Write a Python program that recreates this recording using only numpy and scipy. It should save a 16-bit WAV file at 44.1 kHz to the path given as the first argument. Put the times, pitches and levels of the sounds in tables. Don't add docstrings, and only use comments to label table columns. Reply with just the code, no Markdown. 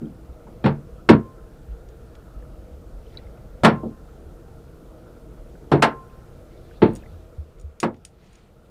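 import sys
import numpy as np
from scipy import signal
from scipy.fft import rfft, irfft, next_fast_len
from scipy.io import wavfile

SR = 44100
rng = np.random.default_rng(int(sys.argv[2]) if len(sys.argv) > 2 else 0)


def materialize(psi):
    bounded = np.clip(np.atleast_2d(psi).T, -1, 1)
    quanta = np.round(bounded * 32767).astype(np.int16)
    wavfile.write(sys.argv[1], SR, quanta)


N = 383669

# start_s, thump_db, boom_db, body_db, crack_db, steel_db, rail_db,
# boom_rise_ms, boom_t60_factor, crack_t60_factor
BLOWS = [(0.0136, -28, -22.5, -56, -56, -72, -75, 5.8, 0.99, 0.81),
         (0.4663, -43, -36, -40, -58, -70, -75, 13, 0.91, 0.75),
         (0.6398, -13, -10.5, -20.5, -24, -54, -61.5, 6, 0.9, 0.95),
         (0.657, -12, -17, -13.5, -20.5, -45, -60, 9, 0.73, 0.83),
         (1.0884, 0, 6.5, -5, -7, -28.5, -26, 17.5, 0.73, 0.76),
         (3.6336, -10, -11.5, -9.5, -17.5, -30, -41, 4.1, 1, 1.17),
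         (3.6453, -11.5, -2.5, -4, -5.5, -19.5, -23, 19, 0.88, 0.8),
         (3.830, -45, -17, -30, -61, -75.5, -70, 8, 0.73, 0.75),
         (3.852, -24, -19.5, -44, -71.5, -72, -75, 6.3, 0.67, 0.86),
         (5.7152, -10, -5.5, -10, -19.5, -38, -55.5, 10.7, 0.96, 0.98),
         (5.8217, -26.5, -12, -4, -5.5, -17.5, -21.5, 18, 0.88, 0.79),
         (6.818, -9, -1.5, -14, -20.5, -63, -60, 12.5, 0.85, 1.05),
         (7.8286, -19.5, -10, -11.5, -17.5, -32.5, -70, 12, 0.75, 0.6)]
# pitch_hz, level_db, t60_s
DECK_MODES = [(103.6, -9, 0.61), (143, -4.5, 0.41), (158, -2, .22), (191.8, -2, 0.26), (224.4, 0.5, 0.3),
              (275.3, -4, 0.23), (343.3, -2.5, 0.22), (380, -4, 0.19), (438.1, -2, 0.21),
              (473.4, -11, 0.03), (525, -10, 0.2), (614.3, -5, 0.14), (680, -9, 0.12), (749, -5, 0.12),
              (882, -6, .22), (949, -7, 0.23), (1353, -11.5, 0.28)]
# frequency_hz, t60_s
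CROWD_T60 = [(90, 0.35), (240, 0.32), (630, 0.24), (1650, 0.21), (3000, 0.16), (4800, 0.15), (7000, 0.1),
             (11500, 0.13)]
# frequency_hz, level_db
LINGER = [(300, -12), (1500, -9), (4000, -11), (10000, -17)]
# pitch_hz, level_db, t60_s
RAIL_MODES = [(1046, -16, 1.1), (1052, 0, 0.48), (2930, -8, .19), (2860, -9, .17), (985, -9, .24),
              (1104, -7, .26), (1167, -7, .26), (1680, 1, 0.18), (2330, -7, .16)]
# start_s, level_db, brightness_db_per_octave
CLINKS = [(1.8873, -51, -9), (2.1517, -51, -16.5), (6.9338, -49, 22), (6.9517, -35.5, 6),
          (6.9586, -34.5, -4), (6.9656, -37, 6), (7.5855, -60, -12), (7.597, -44, 1), (7.612, -48, 3),
          (7.801, -17.5, 0.5), (7.9423, -58.5, -18), (7.9648, -60, -8), (8.0497, -27.5, 0),
          (8.243, -59, -14.5), (8.329, -48, 1), (8.354, -47, -6)]
# pitch_hz, level_db, t60_s
LINK_MODES = [(2590, -29, 0.022), (4847, -11.5, 0.024), (5770, -5, .025), (6770, -4.5, 0.035),
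              (6830, -10, 0.057), (7970, -6, 0.02), (8580, -10.5, 0.019), (9130, -2, 0.031),
              (14800, -14, .012)]
# start_s, level_db, nominal pitch_hz
DROPS = [(0.056, -51, 3280), (2.424, -44, 1770), (3.065, -48, 3100), (3.101, -52, 3100), (3.136, -56, 4000),
         (3.152, -45, 1800), (3.172, -26, 4020), (3.178, -45, 2380), (3.184, -44, 4100), (3.188, -42, 2000),
         (3.268, -45, 2150), (3.373, -52, 2600), (5.553, -40.5, 1540), (6.098, -50, 2615),
         (6.577, -52, 3630), (6.711, -37, 1560), (7.024, -44.5, 2600), (7.035, -39, 1760),
         (7.060, -39, 2080)]
# start_s, relative level_db, pitch_hz, t60_s
SLAPS = [(0.289, -22, 60.7, 0.093), (0.927, -27, 46, 0.086), (1.686, -26, 51.8, 0.23),
         (1.857, -30.5, 54.7, 0.23), (2.029, -38, 45.8, 0.14), (2.361, -21.5, 48, 0.15),
         (2.488, -27.5, 47, 0.14), (2.705, -35, 67.5, 0.29), (2.936, -32, 43.8, 0.16),
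         (4.258, -29.5, 72, 0.1), (5.379, -34.5, 35.5, 0.27), (7.119, -33.5, 83.2, 0.28),
         (7.382, -17.5, 74, 0.12), (7.559, -39, 43, 0.33), (7.637, -23.5, 72.4, 0.16),
         (7.886, -53, 85.4, 0.75)]
# frequency_hz, density_db_per_hz
WASH_SPECTRUM = [(12, -33), (20, -2.5), (48, 2.5), (81, -4), (102, -12.5), (130, -14.5), (170, -32),
                 (290, -120)]
RUMBLE_SPECTRUM = [(59, -28.5), (100, -3.5), (134, -1.5), (290, -10), (331, -5), (409, -12), (461, -3.5),
                   (586, -14), (635, -8), (670, -15), (725, -16.5), (959, -23), (1390, -22.5), (1510, -27),
                   (2400, -38.5), (3120, -67), (5280, -120)]
TRICKLE_SPECTRUM = [(1200, -12), (2200, -2), (3500, -4), (5500, -12.5), (8000, -25.5)]
HISS_SPECTRUM = [(1470, -30), (2500, -2.5), (3850, -3.5), (4190, -4), (15000, -8), (15800, -11.5)]
MURMUR_SPECTRUM = [(1150, -17), (1280, 1), (1370, 0.5), (1470, -3.5), (1620, -18)]
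RUSTLE_SPECTRUM = [(900, -12), (1800, 0), (4500, -5), (5500, -12), (9000, -13.5), (11000, -30)]
# time_s, gain_db
STEADY_LEVEL = [(0.0, 0), (7.1, 0.5), (7.5, -3.5), (7.9, -7.5), (8.4, -7.5), (8.7, -4.5)]
# time_s, level_db
WASH_LEVEL = [(0.0, -47), (0.77, -41.5), (1.31, -47.5), (1.87, -40.5), (2.4, -46), (3.13, -41), (3.78, -46),
              (4.3, -43), (5.09, -47.5), (6.57, -45), (7.0, -43), (7.3, -51), (7.85, -56.5), (8.7, -55)]
# middle_s, peak_db, half_width_s (to 1/e)
SPELLS = [(3.164, -65, 0.1), (6.842, -69.5, 0.39)]

THUMP_HZ, BOOM_HZ, BODY_HZ, CRACK_HZ = 130, 320, 800, 1900
CRACK_RISE_S, RAIL_T60_FACTOR = 0.0015, 0.83
TICK_DB, TICK_TOP_HZ, TICK_OCTAVES_PER_DB = -9, 7470, 0.07
TICK_GAIN_DB_PER_DULL_DB = 1.16
DROP_T60_S = 0.02
RUMBLE_DB, HISS_DB, TRICKLE_DB = -47.5, -68, -75.5
RUSTLE_S, RUSTLE_DB, RUSTLE_HALF_S = 8.33, -64, 0.15
STOPBAND_HZ = 16100


def from_db(db):
    return 10 ** (np.asarray(db) / 20)


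def rms_one(x):
    return x / np.sqrt(np.mean(x ** 2, axis=-1, keepdims=True) + 1e-20)


def at_hz(points, hz):
    points = np.array(points)
    return np.interp(np.log(hz), np.log(points[:, 0]), points[:, 1])


def drift(rate_hz):
    step = 40
    pole = np.exp(-2 * np.pi * step * rate_hz / SR)
    white = rng.standard_normal(N // step + 2002)
    slow = signal.lfilter([1], [1, -2 * pole, pole * pole], white)[2000:]
    return np.interp(np.arange(N) / step, np.arange(len(slow)), rms_one(slow))


def add(out, start_s, sound):
    i = round(start_s * SR)
    out[i:i + len(sound)] += sound[:N - i]


def fading(t, rise_s, t60_s):
    rise_s = np.maximum(rise_s, 1e-4)
    build_up = 1 - np.exp(-t / rise_s)
    soft_start = 1 - np.exp(-t / np.minimum(rise_s, 1e-3))
    return build_up * soft_start * from_db(-60 * t / np.maximum(t60_s, 2e-3))


def struck(modes, t, rise_s, spread_db, colour_db=0, t60_factor=1):
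    hz, db, t60_s = np.transpose(modes)[:, :, None]
    strength, phase = rng.standard_normal((2, len(modes), 1))
    gain = from_db(db + colour_db + spread_db * strength)
    ring = np.sin(2 * np.pi * (hz * t + phase))
    return np.sum(gain * fading(t, rise_s, t60_s * t60_factor) * ring, axis=0)


def coloured(spectrum, patchy_db, flicker_hz):
    size = next_fast_len(N)
    hz = np.maximum(np.arange(size // 2 + 1) * SR / size, 1)
    shaped = rfft(rng.standard_normal(size)) * from_db(at_hz(spectrum, hz))
    low_hz, high_hz = spectrum[0][0], spectrum[-1][0]
    edges = low_hz * 2 ** np.arange(0, np.log2(high_hz / low_hz) + .5, .5)
    out = 0
    for low, high in zip(edges, edges[1:]):
        band = irfft(shaped * (hz >= low) * (hz < high), size)[:N]
        out = out + from_db(patchy_db * drift(flicker_hz)) * band
    return rms_one(out)


def blows():
    out, t = np.zeros(N), np.arange(SR // 2) / SR
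    edges = 70 * 2 ** (np.arange(24) / 3)
    centres, deck_hz = np.sqrt(edges[1:] * edges[:-1]), np.array(DECK_MODES)[:, :1]
    banks = [signal.butter(4, pair, "band", fs=SR, output="sos") for pair in zip(edges, edges[1:])]
    for (start_s, thump_db, boom_db, body_db, crack_db, steel_db, rail_db,
         boom_ms, boom_factor, crack_factor) in BLOWS:
        colour = [(60, thump_db - 15.5), (THUMP_HZ, thump_db), (BOOM_HZ, boom_db), (BODY_HZ, body_db),
                  (CRACK_HZ, crack_db), (4600, crack_db - 8.5),
                  (5700, steel_db - 1.5), (9000, steel_db + 2), (14000, steel_db - 23.5)]
        rise = [(300, boom_ms / 1000), (1200, CRACK_RISE_S)]
        factor = [(500, boom_factor), (2500, crack_factor)]
        white = rng.standard_normal((2, len(t) + 4000))
        sound = struck(DECK_MODES, t, at_hz(rise, deck_hz), 3.6, at_hz(colour, deck_hz) - 6, boom_factor)
        for k, hz in enumerate(centres):
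            crowd = rms_one(signal.sosfilt(banks[k], white[k % 2])[4000:])
            t60_s = at_hz(factor, hz) * at_hz(CROWD_T60, hz)
            spot = fading(t, at_hz(rise, hz), 0.86 * t60_s)
            plates = from_db(at_hz(LINGER, hz)) * fading(t, 0.047, 1.22 * t60_s)
            sound += from_db(at_hz(colour, hz) - 10.5) * crowd * (spot + plates)
        rail = struck(RAIL_MODES, t, .004, 1.5, rail_db, RAIL_T60_FACTOR)
        add(out, start_s, sound + rail)
    return out


def clinks():
    out, t = np.zeros(N), np.arange(SR // 6) / SR
    wide = signal.butter(4, [1800, 10000], "band", fs=SR, output="sos")
    for start_s, db, bright_db in CLINKS:
        links = np.repeat(LINK_MODES, 3, axis=0)
        links[:, 0] *= 1 + .012 * rng.standard_normal(len(links))
        tilt_db = bright_db * np.log2(links[:, :1] / 7000)
        rings = struck(links, t, 0.00033, 3.0, tilt_db - 14)
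        top_hz = TICK_TOP_HZ * 2 ** (TICK_OCTAVES_PER_DB * bright_db)
        band = signal.butter(2, [top_hz / 3.4, top_hz], "band", fs=SR, output="sos")
        white = rng.standard_normal((2, len(t)))
        tick = rms_one(signal.sosfilt(band, white[0])) * fading(t, 0.0006, 0.022)
        tail = rms_one(signal.sosfilt(wide, white[1])) * fading(t, .002, 0.15)
        tick_db = TICK_DB + TICK_GAIN_DB_PER_DULL_DB * max(-bright_db - 3, 0)
        add(out, start_s, from_db(db) * (rings + from_db(tick_db) * tick + from_db(-25.5) * tail))
    return out


def slaps():
    out, t = np.zeros(N), np.arange(SR // 2) / SR
    for start_s, db, hz, t60_s in SLAPS:
        add(out, start_s, from_db(db + 8.0) * fading(t, 0.026, t60_s) * np.sin(2 * np.pi * hz * t))
    return out


def bubble(t, hz, cycles, climb):
    return fading(t, 1.8 / hz, cycles / hz) * np.sin(2 * np.pi * hz * t * (1 + climb * hz * t))


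def drops():
    out, t = np.zeros(N), np.arange(SR // 10) / SR
    for start_s, db, hz in DROPS:
        cycles = DROP_T60_S * hz
        larger = bubble(t, hz * 0.98, cycles, climb=0.0002)
        smaller = bubble(t, hz * 1.07, cycles, climb=0.0003)
        add(out, start_s, from_db(db) * (larger + 0.49 * smaller))
    faint = np.zeros(N)
    for when, pitch, softness in rng.random((500, 3)):
        sound = bubble(t, 1300 * 3.5 ** pitch, cycles=30.0, climb=0.0033)
        add(faint, when * N / SR, from_db(-12 * softness) * sound)
    return out, rms_one(faint)


def swell(t, middle_s, half_s):
    return np.exp(-((t - middle_s) / half_s) ** 2)


def background():
    t = np.arange(N) / SR
    wash_gain, steady_gain = (from_db(np.interp(t, *np.transpose(curve))) for curve in (WASH_LEVEL, STEADY_LEVEL))
    spells = sum(from_db(db) * swell(t, middle_s, half_s) for middle_s, db, half_s in SPELLS)
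    trickle_gain = from_db(TRICKLE_DB) + spells
    clear_drops, faint_drops = drops()
    sleeve_gain = from_db(RUSTLE_DB) * swell(t, RUSTLE_S, RUSTLE_HALF_S)
    sleeve = sleeve_gain * coloured(RUSTLE_SPECTRUM, patchy_db=2.0, flicker_hz=18.0)
    trickle = coloured(TRICKLE_SPECTRUM, patchy_db=3.0, flicker_hz=13.0) + from_db(-10) * faint_drops
    rumble = coloured(RUMBLE_SPECTRUM, patchy_db=1.5, flicker_hz=1.8)
    murmur = coloured(MURMUR_SPECTRUM, patchy_db=5.5, flicker_hz=20.0)
    hull = rumble + from_db(-21) * murmur
    hiss = coloured(HISS_SPECTRUM, patchy_db=0.54, flicker_hz=7.2)
    steady = from_db(RUMBLE_DB) * hull + from_db(HISS_DB) * hiss
    wash = wash_gain * coloured(WASH_SPECTRUM, patchy_db=2.0, flicker_hz=4.3)
    return wash + steady_gain * steady + trickle_gain * trickle + clear_drops + sleeve


def scene():
    return (blows() + clinks() + slaps() + background())[None]


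def record(dry):
    lowpass = signal.cheby2(12, 45, STOPBAND_HZ, fs=SR, output="sos")
    return signal.sosfilt(lowpass, np.clip(dry, -1, 1))


dry = scene()
out = record(dry)
materialize(out)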